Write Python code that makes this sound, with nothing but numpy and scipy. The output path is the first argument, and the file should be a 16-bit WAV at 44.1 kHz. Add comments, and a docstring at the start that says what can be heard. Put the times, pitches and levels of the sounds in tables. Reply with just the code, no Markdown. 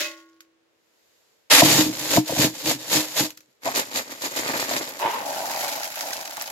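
"""You hear dry pellets slide off a steel scoop into a plastic bucket, and the empty scoop rings on.
The scoop plunges into a plastic barrel of kibble, shoved in so the barrel booms, then comes up heaped
as surplus patters back onto the pile. Pellets are streams of tiny random clicks, filtered to a colour;
steel and barrel are fading resonances; a sleeve rustle and a hiss are filtered noise."""
import sys
import numpy as np
from scipy import signal
from scipy.fft import rfft, irfft, next_fast_len
from scipy.io import wavfile
from scipy.ndimage import uniform_filter1d

SR = 44100
rng = np.random.default_rng(int(sys.argv[2]) if len(sys.argv) > 2 else 0)


def to_wav(s):
    """Save 16-bit WAV."""
    ch = np.atleast_2d(s).T  # columns
    pcm = np.round(np.clip(ch, -1, 1) * 32767)  # PCM
    wavfile.write(sys.argv[1], SR, pcm.astype(np.int16))


N = 287091

# All levels in the tables are relative: each source also has an overall gain in its own function.

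# Pellets as the scoop rises. Each row: time in seconds, sliding clicks in dB, patter on the pile in dB.
LIFT = [(4.99, -39.5, -36), (5.04, -41.5, -26), (5.21, -41, -32.5), (5.65, -32.5, -36), (5.87, -38, -41),
        (5.925, -42, -52), (5.99, -36.5, -39.5), (6.17, -36.5, -41.5), (6.25, -43.5, -46.5),
        (6.51, -40, -43.5)]
# How busy the pellets are. Each row: time in seconds, collisions per second before a stream's own factor.
TRAFFIC = [(0, 6000), (.25, 595), (1.45, 517), (1.51, 12000), (2, 4000), (3.25, 4000), (3.4, 510),
           (3.7, 3500), (5.1, 2400), (5.8, 1407), (6.5, 434)]
# Where the pellets lie. Each row: time in seconds, bearing from -1 (right) to 1 (left).
BEARING = [(0, 0.0687), (3.2, 0.012), (3.7, .8), (6.5, 0.432)]
# The scoop jolts against the packed pile. Each row: time in seconds, barrel boom peak in dB,
# scoop clunk peak in dB.
JOLTS = [(1.620, -6.5, -3), (1.642, -10.5, -24.5), (2.172, -5.5, -6.5), (2.294, -24, -18.5),
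         (2.322, -21.5, -17.5), (2.365, -20.5, -19.5), (2.385, -11.5, -30), (2.710, -35.5, -24),
         (3.663, -40, -18), (3.672, -42.5, -14), (3.687, -54.5, -17.5), (4.711, -43, -19),
         (5.041, -29, -23.5)]
# Single pellets that stand out. Each row: time in seconds, level in dB.
TICKS = [(0.2059, -57.5), (0.406, -32.5), (1.924, -34.5), (1.952, -21.5), (3.305, -24.5), (3.374, -29.5),
         (3.4065, -38), (4.8915, -19.5), (5.3458, -22.5), (5.8336, -17), (5.9567, -19), (6.0088, -15.5),
         (6.2552, -22), (6.2766, -23), (6.309, -22), (6.3697, -18), (6.4125, -16.5), (6.4228, -15)]
# Tones of the empty steel scoop. Each row: pitch in Hz, level in dB, time to fade by 60 dB in seconds.
STEEL = [(328, -11.5, 1.4), (572, -16, .4), (603, -8.5, .4), (858, -26, .5), (1098, -13.5, .78),
         (1427, -14.5, .7), (1637, -21, .6), (1863, -21, .7), (1938, -7, .3), (2046, -11, .37),
         (2100, -12, .45), (2536, -3, .18), (2648, -8, .2)]
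# Resonances of the loaded barrel. Each row: pitch in Hz, width in Hz, level in dB.
BARREL = [(128, 24, -4), (188, 38, -5.5), (250, 50, -4.5), (311, 15, 7.5), (470, 70, -14)]
# Resonances of the scoop, damped by pellets around it. Each row: pitch in Hz, width in Hz, level in dB.
BURIED = [(551, 70, -2), (671.2, 38, 7), (872.5, 48, -2.5), (938, 100, -3)]

# Colours: how strong each pitch is. Each row of these tables: pitch in Hz, level in dB.
# Pellets falling into the bucket.
BUCKET = [(150, -58), (250, -21.5), (325, -12.5), (519, -27), (607, -7), (735, -27.5), (1080, -20),
          (2090, -7), (2360, -11.5), (2570, -9.5), (6940, -12.5), (8260, -24), (16000, -24.5)]
# Pellets grinding on the scoop.
CRUNCH = [(290, -18), (500, 0), (807, -6), (946, -4.5), (1230, -10.5), (1930, -5), (3200, -5), (4340, -2),
          (5970, -5.5), (7100, -1), (8700, -16), (12500, -7), (15100, -16), (16000, -33.5)]
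# The scoop clattering before it is buried.
PLUNGE = [(120, -32), (200, -21.5), (289, 9), (366, -25.5), (601, -4), (696, -6.5), (806, -2.5),
          (1270, -5.5), (1980, 1.5), (3830, -0.5), (4770, -3.5), (11900, -11), (16000, -24)]
# The dull thrum of the pile.
THRUM = [(29, -51), (50, -40), (80, -22.5), (124, -10), (180, -16.5), (255, 0.5), (355, -3.5), (1050, -7),
         (1380, -8), (1940, -5), (2400, -9.5), (3120, -25), (5280, -120)]
# The first surplus landing on the pile.
COLLAPSE = [(88, -81), (150, -22), (315, -20), (345, -8.5), (532, -7.5), (640, -3), (927, 3.5), (1260, -11),
            (2850, -12.5), (3300, -17.5), (6000, -35), (7800, -72.5), (13200, -120)]
# Pellets sliding on the scoop.
SLIDE = [(650, -45.5), (1100, -8), (1410, 1), (1720, -2.5), (1970, -0.5), (3570, -5), (4030, -1.5),
         (7060, -2), (8840, -13), (12000, -3.5), (15100, -13.5), (16000, -12)]
# The deeper pats that follow.
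PATTER = [(59, -59), (100, -26), (226, -16.5), (274, -9), (444, -14.5), (581, -2), (800, 3), (1060, -7.5),
          (1300, -30.5), (1690, -25), (2860, -120)]
# The background hiss.
AIR = [(30, -0.5), (200, 0.5), (480, 11), (750, 0.5), (2000, 0), (7200, -11), (8500, -16.5), (16000, -24)]

# The scoop first cuts into the pile. One row: start in seconds, attack in seconds, hold in seconds,
# release time constant in seconds, crunch in dB, barrel boom in dB.
STAB = (1.499, 0.0113, 0.0994, 0.0004, -14.5, -36.5)
# Hard shoves. Each row: time at full force in seconds, hold in seconds, creep of pellets while
# the hand leans in, in dB, crunch in dB, barrel boom in dB.
SHOVES = [(1.65, 0.1619, -25, -17.5, -23.5), (1.852, 0.0226, -30, -31, -26.5),
          (2.114, 0.0534, -30, -19.5, -25), (2.399, 0.0537, -30, -18, -25),
          (2.668, 0.04774, -37, -21.5, -26.5), (2.925, 0.0506, -37.5, -19, -26.5),
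          (3.007, .004, -45.5, -22.5, -51), (3.046, 0.0032, -45.5, -31, -50.5),
          (3.186, 0.0224, -36, -18.5, -32.5), (3.233, 0.0125, -48, -26, -42)]
# Gentler wiggles with the scoop buried. Each row: time at full force in seconds, hold in seconds,
# crunch in dB, thrum of the pile in dB.
WIGGLES = [(3.66, 0.0432, -36.5, -35), (3.763, 0.0294, -25, -30.5), (3.956, 0.034, -29.5, -33.5),
           (4.115, 0.004, -39.5, -39.5), (4.242, 0.0132, -28.5, -35), (4.366, 0.027, -30, -36),
           (4.473, 0.0832, -34.5, -32), (4.597, 0.0328, -30, -32.5), (4.714, 0.0492, -29, -34)]
# Pellets settling between the shoves. Each row: time in seconds, level in dB.
DIG_SETTLING = [(1.5, -60), (1.65, -54), (1.96, -34), (2.23, -49), (2.8, -46), (3.28, -52.5), (3.36, -60.5),
                (3.6, -74.5)]
# Pellets settling between the wiggles. Each row: time in seconds, level in dB.
FILL_SETTLING = [(3.6, -63), (3.645, -46), (3.92, -45.5), (4.17, -50), (4.4, -35.5), (4.78, -36),
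                 (4.92, -42.5), (4.99, -44)]

MIC_LAG_S = .0004  # delay between the two microphones at bearing 1
TOP_HZ = 16200  # nothing is heard above this
RISE_DB_PER_S, FALL_DB_PER_S = 419, 403  # how fast a stroke takes hold and lets go
LEAN_S = 0.1202  # the hand leans in for this long before a shove
BOOM_LAG_S, BOOM_FALL_DB_PER_S = .008, 395.5  # the barrel answers late; how fast its shaking stops
SETTLING_BOOM_DB, SETTLING_THRUM_DB = -5, -2.5  # dull part of the settling, over its crunch gain


def amp(db):
    """Turn decibels into a gain."""
    return 10 ** (np.asarray(db) / 20)


def unit(x):
    """Scale to an average strength (rms) of 1."""
    return x / np.sqrt(np.mean(x ** 2) + 1e-20)


def follow(rows):
    """Draw straight lines through (seconds, value) rows, one value per sample."""
    return np.interp(np.arange(N) / SR, *np.transpose(rows))


def gains(rows):
    """Give one gain per sample for each dB column, practically silent outside the rows."""
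    t = np.arange(N) / SR
    times, *columns = np.transpose(rows)
    return [amp(np.interp(t, times, column, left=-120, right=-120)) for column in columns]


def through(x, response):
    """Filter a sound by convolving it with an impulse response."""
    return signal.fftconvolve(np.atleast_2d(x), np.atleast_2d(response), axes=1)[:, :N]


def colour(points, size=4096):
    """Build a filter of energy 1 with the given colour, which never answers before its input."""
    hz, db = np.transpose(points)
    log_hz = np.log(np.fft.rfftfreq(size, 1 / SR) + 1)
    gain = amp(np.interp(log_hz, np.log(hz + 1), db))
    # Folding the cepstrum forward gives the minimum-phase filter.
    cepstrum = irfft(np.log(np.maximum(gain, 1e-6)))
    cepstrum[1:size // 2] *= 2
    cepstrum[size // 2 + 1:] = 0
    response = irfft(np.exp(rfft(cepstrum)))
    return response / np.linalg.norm(response)


def shift_colour(x, before, after, start, end):
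    """Pass the colour of a sound from one spectrum to another between two times."""
    turn = follow([(start, 0), (end, np.pi / 2)])
    return through(x * np.cos(turn), colour(before)) + through(x * np.sin(turn), colour(after))


def body(modes, detune=1):
    """Ring a struck object: a sum of fading tones, of energy 1; wider resonances fade faster."""
    t = np.arange(SR // 2) / SR
    response = np.zeros(len(t))
    for k, (hz, width, db) in enumerate(modes):
        tone = np.exp(-np.pi * width * t) * np.sin(2 * np.pi * hz * detune * t)
        response += (-1) ** k * amp(db) * width * tone
    return response / np.linalg.norm(response)


def aside(x, bearing):
    """Place a sound on the left: it reaches the right microphone a little later."""
    return np.array([x, np.roll(x, round(bearing * MIC_LAG_S * SR))])


def add_shapes(starts, shapes):
    """Add up short shapes in both channels, each from its own start sample."""
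    index = np.arange(shapes.shape[1])
    return np.array([np.bincount((start + index).ravel(), shapes.ravel(), N)[:N] for start in starts])


def clicks(times, sizes, bearing=0, scatter=1, life=0.0001292, size=48):
    """Make tiny collisions, each with a random pitch and direction; life is the fade time in seconds."""
    pitch, phase, stray = rng.random((3, len(times), 1))
    t = np.arange(size) / SR
    shapes = np.exp(-t / life) * np.cos(2 * np.pi * (pitch * TOP_HZ * t + phase))
    shapes *= sizes[:, None] / np.linalg.norm(shapes, axis=1, keepdims=True)
    lag = MIC_LAG_S * (np.reshape(bearing, (-1, 1)) + scatter * (2 * stray - 1))
    starts = [np.abs((times[:, None] + side * lag / 2) * SR).astype(int) for side in (-1, 1)]
    return add_shapes(starts, shapes)


def pellets(busy, spread_db, clump_db, scatter=0.39):
    """Stream random collisions of rms 1: sizes vary, and slow noise bunches them into tiny avalanches."""
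    rate = np.maximum(busy * follow(TRAFFIC), 1)
    hit = np.flatnonzero(rng.random(N) < rate / SR)
    clumps = unit(uniform_filter1d(rng.standard_normal(N), size=300))
    strength_db = spread_db * np.minimum(rng.standard_normal(N), 2) + clump_db * clumps
    sizes = amp(strength_db) / np.sqrt(rate)  # busier streams have smaller clicks
    return unit(clicks(hit / SR, sizes[hit], follow(BEARING)[hit], scatter))


def surround_noise():
    """Make noise from all sides: alike at both microphones in the bass, unrelated in the treble."""
    size = next_fast_len(N)
    alike = np.sinc(2 * MIC_LAG_S * np.fft.rfftfreq(size, 1 / SR))
    shares = np.sqrt([(1 + alike) / 2, (1 - alike) / 2])
    mid, side = irfft(rfft(rng.standard_normal((2, size))) * shares, size)[:, :N]
    return np.array([mid + side, mid - side])


def walls(x, t60, wet_db):
    """Scatter clicks off close walls: a short noise wash follows their energy, total kept about the same."""
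    decay = amp(-60 * np.arange(SR // 4) / SR / t60) ** 2
    energy = through(np.mean(x ** 2, axis=0), decay / decay.sum())
    wash = np.sqrt(np.abs(energy)) * surround_noise()
    return (x + amp(wet_db) * wash) / np.hypot(1, amp(wet_db))


def room(x, t60, wet_db, low_hz=600, size=12000):
    """Add the answer of the nearby surroundings: a fading noise tail that returns little bass."""
    tail = surround_noise()[:, :size] * amp(-60 * np.arange(size) / SR / t60)
    bright = signal.sosfilt(signal.butter(2, low_hz, "highpass", fs=SR, output="sos"), x[0])
    return x + amp(wet_db) * through(bright, tail / np.linalg.norm(tail[0]))


def together(parts):
    """Combine the gains of unrelated pellet movements: their powers add."""
    return np.sqrt(sum(part ** 2 for part in parts))


def stroke(start, hold, db, fall_db_per_s):
    """Shape one push of the hand: it takes hold, stays at full force and lets go."""
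    t = np.arange(N) / SR - start
    rising = RISE_DB_PER_S * np.maximum(-t, 0)
    falling = fall_db_per_s * np.maximum(t - hold, 0)
    return amp(db - rising - falling)


def air():
    """A very faint, even background hiss: coloured random noise."""
    return amp(-68.5) * through(rng.standard_normal((2, N)), colour(AIR))


def sleeve(fastest_s=1.17, width_s=.36):
    """The sleeve rustles faintly as the arm swings from bucket to barrel, loudest when fastest."""
    speed = np.exp(-((np.arange(N) / SR - fastest_s) / width_s) ** 2)
    return amp(-66) * speed * through(surround_noise(), colour(CRUNCH))


def ticks(bounce_s=0.0016, count=3):
    """Single pellets strike steel or plastic and chatter for an instant, each bounce 2 dB weaker."""
    s, db = np.transpose(TICKS)
    order = np.arange(count)
    times = s[:, None] + bounce_s * order * rng.uniform(0.66, 1, (len(s), count))
    strikes = clicks(times.ravel(), amp(db[:, None] - 2 * order).ravel())
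    return amp(8.5) * through(walls(strikes, t60=0.0885, wet_db=-6.0), colour(SLIDE))


def clacks(per_s=90, middle_hz=1900, spread_octaves=.55, spread_db=3.5, life_s=.0025, size=900):
    """Pellets that fall clear of the scoop land with short pitches of their own; dry ones hardly ring."""
    slide, _ = gains(LIFT)
    hit = np.flatnonzero(rng.random(N) < per_s / SR)
    pitch, strength, bearing = rng.standard_normal((len(hit), 3)).T[:, :, None]
    t = np.arange(size) / SR
    hz = middle_hz * 2 ** (spread_octaves * pitch)
    rings = amp(spread_db * strength) * np.exp(-t / life_s) * np.sin(2 * np.pi * hz * t)
    lag = np.tanh(bearing) * MIC_LAG_S * SR / 2
    starts = [np.abs(hit[:, None] + side * lag).astype(int) for side in (-1, 1)]
    return amp(-5.5) * slide * unit(add_shapes(starts, rings))


def scoop_ring(attack_s=0.025):
    """Freed of its load, the steel rings as a sum of fading tones; its lowest tone lasts longest."""
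    t = np.arange(N) / SR
    phases = rng.uniform(0, 2 * np.pi, len(STEEL))
    sides = np.array([[1], [-1]])
    lags = rng.uniform(-.22, .22, len(STEEL))[:, None, None] * MIC_LAG_S * sides
    ring = np.zeros((2, N))
    for (hz, db, t60), phase, lag in zip(STEEL, phases, lags):
        fade = amp(db - 60 * np.maximum(t - .06, 0) / t60)  # fading starts at 0.06 s
        ring += fade * np.sin(2 * np.pi * hz * (t + lag) + phase)
    return amp(-32.0) * ring * (1 - np.exp(-t / attack_s))


def pour():
    """The stream into the bucket thins out fast; a few stragglers follow, fading more slowly."""
    t = np.arange(N) / SR
    main_stream = amp(-15.5 - 224.3 * t)  # falls by 224.3 dB per second
    stragglers = amp(-40 - 72 * t)
    level = together([main_stream, stragglers])
    stream = level * pellets(busy=1.1, spread_db=5, clump_db=2.5)
    return amp(-5.0) * through(walls(stream, t60=.12, wet_db=-1.0), colour(BUCKET))


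def lift():
    """Surplus pellets fall back with bright clicks and hollow pats that deepen as the scoop comes free."""
    slide, patter = gains(LIFT)
    sliding = slide * pellets(busy=1.2, spread_db=3.5, clump_db=2.35)
    sliding = walls(sliding, t60=0.03, wet_db=2.5)
    landing = patter * pellets(busy=.9, spread_db=2.5, clump_db=0.48, scatter=0.88)
    landing = walls(landing, t60=0.2, wet_db=-3.5)
    pats = shift_colour(landing, COLLAPSE, PATTER, start=5.062, end=5.3)
    return amp(3.5) * through(sliding, colour(SLIDE)) + amp(2.0) * pats


def filling_effort():
    """Gains of crunch and thrum: the pile starts to move again, with wiggles over its settling."""
    settling, = gains(FILL_SETTLING)
    moving = follow([(FILL_SETTLING[0][0], 0), (FILL_SETTLING[1][0], 1)])
    crunch, thrum = [settling], [amp(SETTLING_THRUM_DB) * settling]
    for s, hold, crunch_db, thrum_db in WIGGLES:
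        crunch.append(stroke(s, hold, crunch_db, FALL_DB_PER_S))
        thrum.append(stroke(s, hold, thrum_db, BOOM_FALL_DB_PER_S))
    return moving * together(crunch), moving * together(thrum)


def fill():
    """Deep in the pile the scoop crunches more softly over a dull thrum: two coloured pellet streams."""
    crunch, thrum = filling_effort()
    grinding = walls(crunch * pellets(busy=.9, spread_db=5, clump_db=1.8), t60=.05, wet_db=-2)
    shifting = thrum * pellets(busy=.3, spread_db=1.5, clump_db=-1.5)
    return amp(2.5) * through(grinding, colour(CRUNCH)) + amp(2.0) * through(shifting, colour(THRUM))


def jolts(contact_s=0.000374, boom_lag_s=0.0047):
    """The scoop slips and stops: a short clunk of buried steel, then the push reaches the barrel wall."""
    out = np.zeros(N + SR)
    t = np.arange(SR // 50) / SR
    push = t / contact_s * np.exp(-t / contact_s)
    boom = np.convolve(body(BARREL), push)
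    detunes = rng.normal(1, 0.0743, len(JOLTS))  # each clunk has its own pitch
    for (s, boom_db, clunk_db), detune in zip(JOLTS, detunes):
        clunk = body(BURIED, detune)
        for start, db, ring in (s, clunk_db, clunk), (s + boom_lag_s, boom_db, boom):
            out[round(start * SR):][:len(ring)] += amp(db) * ring / np.abs(ring).max()
    # The left channel is slightly louder and hears it first.
    return aside(out[:N], bearing=0.533) * amp([[.9], [-.9]])


def digging_effort():
    """Gains of crunch and boom: one sudden stab, then shoves that each begin with a slow lean."""
    start, attack, hold, release, stab_crunch_db, stab_boom_db = STAB
    t = np.arange(N) / SR - start
    stab = np.clip(t / attack, 0, 1) * np.exp(-np.maximum(t - attack - hold, 0) / release)
    settling, = gains(DIG_SETTLING)
    crunch = [amp(stab_crunch_db) * stab, settling]
    boom = [amp(stab_boom_db) * stab, amp(SETTLING_BOOM_DB) * settling]
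    for s, hold, creep_db, crunch_db, boom_db in SHOVES:
        crunch.append(stroke(s - LEAN_S, LEAN_S, creep_db, FALL_DB_PER_S))
        crunch.append(stroke(s, hold, crunch_db, FALL_DB_PER_S))
        boom.append(stroke(s + BOOM_LAG_S, hold, boom_db, BOOM_FALL_DB_PER_S))
    return together(crunch) * (t > 0), together(boom) * (t > 0)


def dig():
    """Shoves grind pellets on steel and shake the barrel; the scoop clatters most before it is buried."""
    crunch, boom = digging_effort()
    grinding = walls(crunch * pellets(busy=1.3, spread_db=4, clump_db=1.4), t60=.05, wet_db=-2)
    knocks = boom * pellets(busy=0.43, spread_db=4.0, clump_db=-2.0)
    shaking = aside(through(knocks, body(BARREL))[0], bearing=0.616)
    return amp(-0.5) * shift_colour(grinding, PLUNGE, CRUNCH, start=1.338, end=1.768) + shaking


def scene():
    """Mix all sources, add the answer of the surroundings, and lay the hiss beneath."""
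    handling = sleeve() + ticks() + clacks() + scoop_ring() + pour()
    near = handling + lift() + fill() + jolts() + dig()
    return room(near, t60=0.1102, wet_db=-8) + air()


def record(dry, low_hz=65):
    """The small microphone loses the deep bass and keeps nothing above its band limit."""
    thin = signal.sosfilt(signal.butter(2, low_hz, "highpass", fs=SR, output="sos"), dry)
    size = next_fast_len(N + SR // 2)
    edge = np.clip((TOP_HZ - np.fft.rfftfreq(size, 1 / SR)) / 250, 0, 1)  # fades out over 250 Hz
    return irfft(rfft(thin, size) * edge, size)[:, :N]


dry = scene()
out = record(dry)
to_wav(out)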